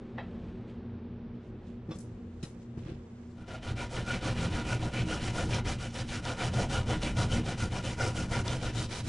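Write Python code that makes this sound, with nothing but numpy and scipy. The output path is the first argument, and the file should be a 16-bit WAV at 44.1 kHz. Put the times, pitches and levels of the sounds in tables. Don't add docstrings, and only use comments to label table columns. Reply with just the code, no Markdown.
import sys
import numpy as np
from scipy import signal
from scipy.fft import rfft, irfft, next_fast_len
from scipy.io import wavfile

SR = 44100
rng = np.random.default_rng(int(sys.argv[2]) if len(sys.argv) > 2 else 0)


def generate_wav(sig):
    pcm = np.round(np.clip(np.atleast_2d(sig).T, -1, 1) * 32767).astype(np.int16)
    wavfile.write(sys.argv[1], SR, pcm)


N = 400428

# turn t/s, level at the turn/dB, level at full speed/dB, place of full speed/0-1,
# body and edge relative to that level/dB, ring level/dB, place of ring peak/0-1,
# push level/dB, place of hardest push/0-1; the last row only ends the last stroke
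STROKES = [(3.35, -79, -63.5, 0.65, 7, -9, -61, 0.91, -44, 0.67),
           (3.455, -72, -51, 0.57, 1, -10, -50, 0.49, -41, 0.86),
           (3.603, -69, -49, 0.59, 1, -6.5, -51, 0.56, -34, 0.93),
           (3.748, -68, -47.5, 0.44, 3.5, -5.5, -44.5, 0.39, -38, 0.77),
           (3.887, -62.5, -44, 0.49, 3, -6.5, -50.5, 0.66, -34.5, 1),
           (4.045, -56.5, -40.5, 0.4, -0.5, -7, -38.5, 0.35, -32, 0.93),
           (4.2, -59, -41, 0.53, 3, -6.5, -46.5, 0.7, -32, 0.95),
           (4.343, -53, -42.5, 0.57, 0, -6, -45, 0.56, -28.5, 0.38),
           (4.496, -53, -43, 0.42, 2, -8.5, -43.5, 0.77, -33, 0.83),
           (4.636, -54.5, -43.5, 0.56, 3.5, -3.5, -41.5, 0.65, -31.5, 0.99),
           (4.786, -56.5, -45.5, 0.42, 3, -7, -49, 1, -32, 0.44),
           (4.911, -57.5, -46, 0.66, 0.5, -4.5, -47.5, 0.58, -31, 0.97),
           (5.051, -60, -44.5, 0.51, 6.5, -3, -41.5, 0.64, -33.5, 0.23),
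           (5.193, -53, -41, 0.57, -4, -5.5, -51, 0.69, -30, 0.5),
           (5.328, -62, -43, 0.42, 3, -3.5, -41, 0.38, -30.5, 1),
           (5.485, -62, -41.5, 0.51, 1, -6.5, -48, 0.68, -30.5, 0.58),
           (5.634, -81, -42.5, 0.46, 1.5, -4, -51, 0.42, -31, 0.66),
           (5.775, -66, -45.5, 0.32, -3, -4.5, -48.5, 0.43, -38.5, 1),
           (5.916, -75, -44.5, 0.4, 2, -2.5, -53, 0.97, -36.5, 1),
           (6.061, -64.5, -41, 0.52, -5.5, -6, -46, 0.62, -35.5, 0.85),
           (6.218, -66, -41.5, 0.47, 3.5, -4.5, -43, 0.67, -40.5, 0.51),
           (6.36, -54.5, -40.5, 0.53, 0.5, -6, -41.5, 0.44, -33, 0.92),
           (6.515, -57, -44.5, 0.54, 4.5, -2, -43.5, 0.32, -30, 0.47),
           (6.682, -62.5, -42.5, 0.42, 3.5, -1, -38.5, 0.45, -31, 0.67),
           (6.846, -59.5, -42.5, 0.49, 5, -6, -47, 0.58, -30.5, 0.75),
           (6.995, -65, -42.5, 0.37, 1, -2.5, -47, 0.35, -32, 0.69),
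           (7.144, -64, -41.5, 0.46, 4.5, -1.5, -41, 0.47, -28.5, 1),
           (7.285, -72, -40, 0.39, 0, -4.5, -43.5, 0.31, -27.5, 0.81),
           (7.428, -58.5, -43.5, 0.49, 3.5, -6.5, -45, 0.65, -34.5, 0.89),
           (7.564, -60, -41.5, 0.38, -4, -5, -44.5, 0.45, -31.5, 0.65),
           (7.698, -60, -45.5, 0.5, 5.5, -5.5, -46, 0.81, -32.5, 0.64),
           (7.822, -62, -44, 0.31, -1.5, -3.5, -49, 0.24, -35, 0.73),
           (7.965, -62.5, -43, 0.42, 7, -2, -36, 0.3, -33.5, 0.19),
           (8.134, -57.5, -45, 0.37, 1.5, -1, -45, 0.23, -31, 1),
           (8.279, -61, -42.5, 0.68, 0.5, -3.5, -41, 0.57, -31, 0.87),
           (8.433, -60.5, -41.5, 0.34, 1.5, -4, -46, 0.4, -33.5, 1),
           (8.598, -56, -45.5, 0.5, 2, -5.5, -45, 0.45, -34, 0.8),
           (8.721, -62, -44.5, 0.42, 0.5, 0, -49, 0.59, -33.5, 0.83),
           (8.882, -64, -45.5, 0.52, 0, -1, -57, 0.37, -40.5, 0.62),
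           (9.033, -63, -44, 0.99, -2, 1.5, -48, 0.8, -25.5, 0.74),
           (9.17, -25, -42, 0.5, 0, 0, -48, 0.5, -35, 0.5)]
# f/Hz, width/Hz, level/dB
GRATER_MODES = [(512, 22, -1), (652, 12, -6), (740, 31, -1), (955, 36, 2.5), (2086, 130, -6.5),
                (2323, 60, -1), (2600, 39, -6.5), (2946, 45, -3), (3104, 93, -1)]
# f/Hz, level/dB
TEETH_SPECTRUM = [(150, -15.5), (250, 0), (500, -4), (960, -10), (1300, -15), (1700, -17.5), (3050, -17),
                  (5000, -22.5), (7880, -26.5), (10800, -32.5)]
# t/s, peak level/dB, rise per 20 dB/s (at least 0.001 is used)
BOOSTS = [(3.479, -38, -0.04), (3.632, -30, 0.01), (4.938, -29, .03), (5.3566, -28.5, 0.1),
          (5.5045, -28, 0.07), (5.66, -25, 0.02), (5.9436, -38, 0.1), (6.0906, -34, 0.1),
          (6.248, -28, 0.05), (6.536, -28.5, -0.33), (6.6966, -33, -0.1), (6.894, -24.5, 0),
          (7.0183, -31, .002), (7.1674, -28.5, -0.01), (7.318, -33, 0.26), (7.5832, -30, 0.04),
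          (7.721, -32, -0.3), (7.8386, -39, 0.1), (7.982, -33, .002), (8.3108, -29, .004),
          (8.6258, -27.5, -0.75), (8.9135, -35, -0.2)]
BOOST_CREST_DB, BOOST_FADE_S = 19, 0.11
# t/s, boost/dB, centre f/Hz, swell per 20 dB/s, fade per 20 dB/s
SURGES = [(3.49, 2, 1890, 0.023, 0.066), (3.79, 4.4, 2300, 0.038, 0.056), (4.145, 3.2, 2370, 0.086, 0.03),
          (4.735, 7.6, 2420, 0.11, 0.075), (4.99, 3.6, 2370, 0.098, 0.041), (5.12, 1.7, 2850, 0.18, 0.07),
          (5.4, 4.2, 610, 0.087, 0.026), (6.6, 4.9, 596, 0.074, 0.11), (6.62, 1.2, 1890, 0.048, 0.038),
          (6.76, 1.4, 3070, 0.098, 0.071), (7.072, 2.7, 2570, 0.023, 0.079),
          (7.223, 1.4, 3700, 0.088, 0.021), (7.32, 1.6, 3030, 0.021, 0.03), (7.865, 1.3, 3050, 0.037, 0.05),
          (8.03, 1.2, 2150, 0.14, 0.033), (8.04, 1.8, 4970, 0.077, 0.058), (8.17, 2, 2900, 0.026, 0.085),
          (8.35, 5, 630, 0.11, 0.038), (8.36, 0.88, 2040, 0.11, 0.039), (8.485, 4.8, 3370, 0.016, 0.038),
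          (8.79, 4.7, 3840, 0.069, 0.23)]
SURGE_WIDTH_HZ = 460
# t/s, peak level/dB
SNAPS = [(1.432, -64), (6.253, -27), (7.3175, -32), (8.4805, -21)]
# f/Hz, width/Hz, level/dB
RING_MODES = [(1394, 43, 4.5), (1441, 36, 7)]
RING_WANDER_DB = 2.5
RING_DIP_DB, RING_FLATNESS = 18, 0.5
PUSH_DIP_DB, PUSH_FLATNESS, PUSH_WAVER_DB = 5, 0.28, 0.5
GROAN_HZ, GROAN_S, GROAN_DB, GROAN_SWELL_S, GROAN_FADE_S = 652, 3.555, -43, 0.078, 0.062
# f/Hz, width/Hz, hum level/dB, push level/dB
LOW_MODES = [(45, 17, -2, -6), (87.4, 8.3, 0, -3.5), (118.4, 13.9, 1, 2), (176.3, 22, -2.5, -7.5),
             (209, 41, -12, -11.5), (238.44, 8.9, -3, -8.5), (310.4, 18, -10, -9.5),
             (373.5, 13.7, -8, -16.5), (462.7, 23, -11, -21.5)]
# t/s, peak level of middle band/dB, thud/dB, body/dB, edge/dB, rise/s, t60/s, number of the mode set
KNOCKS = [(0.1768, -37.5, -47, -30, -94, 0.0056, 0.2, 0), (0.226, -50.5, -55, -54, -98, 0.0036, 0.17, 0),
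          (1.886, -61, -27, -45, -88, 0.0068, 0.24, 1), (1.905, -43, -27, -34, -59, 0.013, 0.14, 1),
          (1.956, -67, -34.5, -51, -55, .0005, 0.11, 3), (1.986, -69, -69, -55, -46.5, .0004, 0.055, 3),
          (2.0023, -68, -70, -61, -49.5, .0004, 0.19, 3), (2.427, -42, -31, -43, -47, 0.0022, 0.13, 2),
          (2.432, -52, -25.5, -52, -51, 0.0044, 0.26, 3), (2.773, -69, -28, -46.5, -74, 0.0018, 0.11, 1),
          (2.857, -58, -32.5, -44, -84, 0.017, 0.2, 1), (2.886, -58, -31, -44.5, -80, 0.003, 0.16, 1),
          (2.916, -59, -30.5, -57, -82, 0.0027, 0.12, 1), (2.946, -68, -34, -60, -82, 0.003, 0.071, 1),
          (2.982, -70, -40, -66, -84, 0.003, 0.059, 1)]
OBJECT_MODES = [
    [(645, 140, -4), (785, 110, -3), (1340, 100, -8), (1800, 93, 1.5), (1960, 80, 2), (2230, 99, -5),
     (2585, 70, 3), (3200, 35, 2.5), (3890, 68, -1)],
    [(340, 19, 10), (504, 26, 4.5), (673, 39, 0), (1150, 25, -6), (1550, 90, -14), (2670, 56, -4),
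     (3500, 90, -3), (4170, 120, -4), (5400, 590, -1)],
    [(338, 40, 8), (1350, 60, -6), (1910, 45, -7), (2470, 49, -3), (2890, 100, -7), (3850, 50, 2),
     (4060, 80, 2), (5140, 230, 1), (6660, 100, 0)],
    [],
]
THUD_HZ, THUD_UPPER_HZ, THUD_UPPER_DB, THUD_RISE_S, THUD_T60_S = 140.5, 316, -7, 0.005, 0.042
# loudest t/s, dull level/dB, bright level/dB, swell per 20 dB/s, fade per 20 dB/s
BRUSHES = [(.5, -68, -84.5, 0.85, 0.35), (.69, -66, -79, 0.029, 0.096), (1.35, -72, -100, 0.025, 0.11),
           (1.45, -77, -80, 0.061, 0.12), (1.68, -68.5, -76, 0.1, 0.14), (1.95, -69, -66.5, 0.071, 0.2),
           (2.5, -75, -71.5, 0.21, 0.064), (2.63, -75, -74, 0.13, 0.062), (2.778, -66.5, -74, 0.008, 0.23),
           (2.9, -60, -82, 0.11, 0.077), (3.32, -75, -76, 0.27, 0.13)]
# t/s, hum level/dB, air noise level/dB, treble hiss level/dB
APPLIANCE_LEVELS = [(0, -46, -54.5, -85), (.33, -42.5, -53.5, -92), (1.3, -45.5, -56, -100),
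                    (1.75, -46.5, -57.5, -103), (2.1, -48, -58, -83.5), (2.6, -48.5, -59, -84),
                    (2.95, -46.5, -58.5, -82), (3.2, -55, -58.5, -81), (3.37, -48, -61, -82),
                    (3.5, -77, -92, -93), (3.6, -87, -99, -110)]
HUM_WAVER_DB = 1
# f/Hz, level/dB
AIR_SPECTRUM = [(150, 0), (235, 11.5), (266, -4), (357, -6), (695, -22.5), (3620, -41), (6000, -55.5),
                (9000, -97)]
# f/Hz, mean level/dB rms
TONES = [(87.5, -55.5), (119, -55.5), (236.9, -52)]
KITCHEN_DB, KITCHEN_T60_S = -13, 0.18
# f/Hz, level/dB
SIDE_SPECTRUM = [(40, -38), (130, -48), (300, -25.5), (600, -15), (1200, -11), (2500, -12), (5000, -8.5),
                 (10500, -2.5)]
# t/s, side level/dB
OPENING = [(0, -16), (.5, -30), (1.2, -1), (2.0, 6), (3.2, 9), (3.65, -9), (4.5, -7.5), (7.5, -8.5),
           (9.08, 2)]
# f/Hz, level/dB
STEADY_SIDE_SPECTRUM = [(40, -37.5), (150, -57), (300, -59), (600, -48)]
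CUTOFF_HZ = 11130


def grater():
    level, speed, body_db, edge_db = stroke_db(flatness=1.05)
    sizes = from_db(0.39 * rng.exponential(1, N)) * rng.standard_normal(N)
    happens = rng.random(N) < 12000 / SR
    cuts = rms_one(sizes * happens) * boosted(level + 0.44 * drift(10.2))
    drive_db, drive_hz = 3, 9
    metal = sum(resonance(from_db(db + drive_db * drift(drive_hz)) * cuts, hz, width)
                for hz, width, db in GRATER_MODES)
    hiss = coloured(cuts + metal, TEETH_SPECTRUM)
    hiss = hiss + sum(from_db(db) * swell(s, swell_s, fade_s) * resonance(hiss, hz, SURGE_WIDTH_HZ)
                      for s, db, hz, swell_s, fade_s in SURGES)
    waver_db, waver_hz = 5, 30
    hiss = hiss + sum(from_db(-9.0 + waver_db * drift(waver_hz)) * resonance(hiss, hz, hz / 5)
                      for hz in np.geomspace(600, 5500, num=7))
    body = coloured(hiss, [(900, 0), (1300, -6), (2000, -40)])
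    edge = coloured(hiss, [(3000, -40), (4600, -6), (6500, 0)])
    rasp = hiss - body - edge
    rasp_db = 1.1 * drift(12.6) + 0.93 * drift(50)
    body_db = body_db + 0.51 * drift(2.0)
    edge_db = edge_db + 0.3 * speed + 0.91 * drift(11.0)
    parts = (rasp, rasp_db), (body, body_db), (edge, edge_db)
    return sum(from_db(db) * part * np.std(cuts) / np.std(part) for part, db in parts)


def stroke_db(flatness):
    s, turn_db, full_db, place, body_db, edge_db = np.transpose(STROKES)[:6]
    t = np.arange(N) / SR
    speed, stroke, fastest = arc(place, flatness)
    level = (1 - speed) * np.interp(t, s, turn_db) + speed * full_db[stroke]
    level[t < s[0]] = -120
    return level, speed, np.interp(t, fastest, body_db[:-1]), np.interp(t, fastest, edge_db[:-1])


def arc(place, flatness):
    s = np.array(STROKES)[:, 0]
    tops = s[:-1] + np.clip(place[:-1], .1, .9) * np.diff(s)
    phase = np.interp(np.arange(N) / SR, np.sort(np.r_[s, tops]), np.arange(2 * len(s) - 1) / 2)
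    shape = np.tanh(flatness * np.abs(np.sin(np.pi * phase))) / np.tanh(flatness)
    return shape, phase.astype(int), tops


def boosted(level_db):
    boost = sum(from_db(db - BOOST_CREST_DB) * swell(s, max(rise_s, 1e-3), BOOST_FADE_S)
                for s, db, rise_s in BOOSTS)
    return np.hypot(from_db(level_db), boost)


def snaps():
    clicks = np.zeros(N)
    for s, db in SNAPS:
        clicks[round(s * SR)] = from_db(db)
    impulse = np.eye(1, 400)[0]
    crack = band(band(impulse, 2700, 6500), 2700, 6500)
    return np.convolve(clicks, crack / np.max(np.abs(crack)))[:N]


def ring():
    drives = rng.standard_normal((len(RING_MODES), N))
    pair = sum(from_db(db + RING_WANDER_DB * drift(23)) * resonance(resonance(drive, hz, width), hz, 8 * width)
               for drive, (hz, width, db) in zip(drives, RING_MODES))
    return per_stroke(*np.transpose(STROKES)[6:8], RING_DIP_DB, RING_FLATNESS) * rms_one(pair)


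def per_stroke(top_db, place, dip_db, flatness):
    shape, _, tops = arc(place, flatness)
    t = np.arange(N) / SR
    started = np.clip((t - STROKES[0][0]) / .03, 0, 1)
    return started * from_db(np.interp(t, tops, top_db[:-1]) - dip_db * (1 - shape))


def groan():
    tone = resonance(resonance(rng.standard_normal(N), GROAN_HZ, 39), GROAN_HZ, 91)
    return from_db(GROAN_DB) * swell(GROAN_S, GROAN_SWELL_S, GROAN_FADE_S) * rms_one(tone)


def counter():
    push = per_stroke(*np.transpose(STROKES)[8:], PUSH_DIP_DB, PUSH_FLATNESS)
    return push * from_db(PUSH_WAVER_DB * drift(24.0)) * lows(column=3, open_db=1.0)


def lows(column, open_db):
    white = rng.standard_normal(N + SR)
    rings = 0
    for k, row in enumerate(LOW_MODES):
        hz, width = row[:2]
        mode = rms_one(resonance(resonance(white, hz, width), hz, 2 * width))[SR:]
        rings = rings + from_db(row[column] + 1.3 * drift(4.4)) * mode * (-1) ** k
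    rumble = rms_one(band(rng.standard_normal(N + SR), 6.7, 159))[SR:]
    return rms_one(rings + from_db(open_db) * rumble)


def knocks():
    out, t = np.zeros(N), np.arange(SR // 2) / SR
    thud = np.sin(2 * np.pi * THUD_HZ * t) + from_db(THUD_UPPER_DB) * np.sin(2 * np.pi * THUD_UPPER_HZ * t)
    thud = thud * from_db(-60 * t / THUD_T60_S) * np.minimum(t / THUD_RISE_S, 1)
    for s, db, thud_db, body_db, edge_db, rise, t60, mode_set in KNOCKS:
        rattle = rng.standard_normal(len(t)) * from_db(-60 * t / t60) * np.minimum(t / rise, 1)
        burst = rattle + sum(from_db(13.0 + level_db) * resonance(rattle, hz, width)
                             for hz, width, level_db in OBJECT_MODES[mode_set])
        at = round(s * SR)
        out[at:at + len(t)] += from_db(thud_db) * thud / np.max(np.abs(thud))
        for level_db, low, high in (body_db, 220, 1500), (db, 1500, 4400), (edge_db, 4700, 11000):
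            part = band(band(burst, low, high), low, high)
            out[at:at + len(t)] += from_db(level_db) * part / np.max(np.abs(part))
    return out


def wipe():
    dull_gain, bright_gain = sum(from_db([[dull_db], [bright_db]]) * swell(s, swell_s, fade_s)
                                 for s, dull_db, bright_db, swell_s, fade_s in BRUSHES)
    grain = from_db([2.2 * drift(120), 1.5 * drift(120)])
    dull, bright = rng.standard_normal((2, N)) * grain
    return (dull_gain * rms_one(band(dull, 1100, 3400))
            + bright_gain * rms_one(band(band(bright, 3600, 8400), 3600, 8400)))


def appliance():
    hum_db, air_db, hiss_db = in_time(APPLIANCE_LEVELS)
    hum = from_db(hum_db + HUM_WAVER_DB * drift(1.6)) * lows(column=2, open_db=-6.5)
    air = coloured(rng.standard_normal(N), AIR_SPECTRUM)
    air = band(air / np.std(band(air, 600, 4000)), 400, 12000)
    hiss = rms_one(band(band(rng.standard_normal(N), 3900, 8400), 3900, 8400))
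    return hum + from_db(air_db) * air + from_db(hiss_db) * hiss


def tones():
    t = np.arange(N) / SR
    return sum(np.sqrt(2) * from_db(db + 1.3 * drift(1.74)) * np.sin(2 * np.pi * hz * t + 1.0 * drift(1.3))
               for hz, db in TONES)


def kitchen(x):
    t = np.arange(SR // 3) / SR
    tail = band(rng.standard_normal(len(t)), 550, 3950) * from_db(-60 * t / KITCHEN_T60_S)
    return x + from_db(KITCHEN_DB) * signal.fftconvolve(x, tail / np.sqrt(np.sum(tail ** 2)))[:N]


def spread(mid):
    opening = from_db(in_time(OPENING)[0])
    side = opening * turned(coloured(mid, SIDE_SPECTRUM), 3 * drift(25))
    side = side + turned(coloured(mid, STEADY_SIDE_SPECTRUM), 3 * drift(4))
    return np.array([mid + side, mid - side])


def turned(x, angle):
    return np.real(signal.hilbert(x, next_fast_len(N))[:N] * np.exp(1j * angle))


def swell(s, swell_s, fade_s):
    t = np.arange(N) / SR - s
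    return from_db(20 * np.minimum(t / swell_s, -t / fade_s))


def drift(rate_hz):
    r = np.exp(-80 * np.pi * rate_hz / SR)
    slow = signal.lfilter([1], [1, -2 * r, r * r], rng.standard_normal(N // 40 + 2002))[2000:]
    return np.interp(np.arange(N) / 40, np.arange(len(slow)), rms_one(slow))


def resonance(x, hz, width_hz):
    r = np.exp(-np.pi * width_hz / SR)
    poles = [1, -2 * r * np.cos(2 * np.pi * hz / SR), r * r]
    return signal.lfilter([(1 - r * r) / 2, 0, (r * r - 1) / 2], poles, x)


def band(x, low_hz, high_hz):
    return signal.sosfilt(signal.butter(2, [low_hz, high_hz], "band", fs=SR, output="sos"), x + 1e-18)


def coloured(x, points):
    size = next_fast_len(N + SR // 2)
    hz = np.maximum(np.arange(size // 2 + 1) * SR / size, 1)
    hz_at, db_at = np.transpose(points)
    gain = from_db(np.interp(np.log(hz), np.log(hz_at), db_at))
    return irfft(rfft(x, size) * gain, size)[..., :N]


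def in_time(rows):
    s, *columns = np.transpose(rows)
    return [np.interp(np.arange(N) / SR, s, c) for c in columns]


def rms_one(x):
    return x / np.sqrt(np.mean(x ** 2) + 1e-20)


def from_db(db):
    return 10 ** (np.asarray(db) / 20)


def scene():
    grating = kitchen(grater() + snaps()) + ring() + groan() + counter()
    handling = knocks() + wipe()
    background = appliance() + tones()
    return spread(grating + handling + background)


def record(dry):
    return signal.sosfilt(signal.cheby2(24, 60, CUTOFF_HZ, fs=SR, output="sos"), dry)


dry = scene()
out = record(dry)
generate_wav(out)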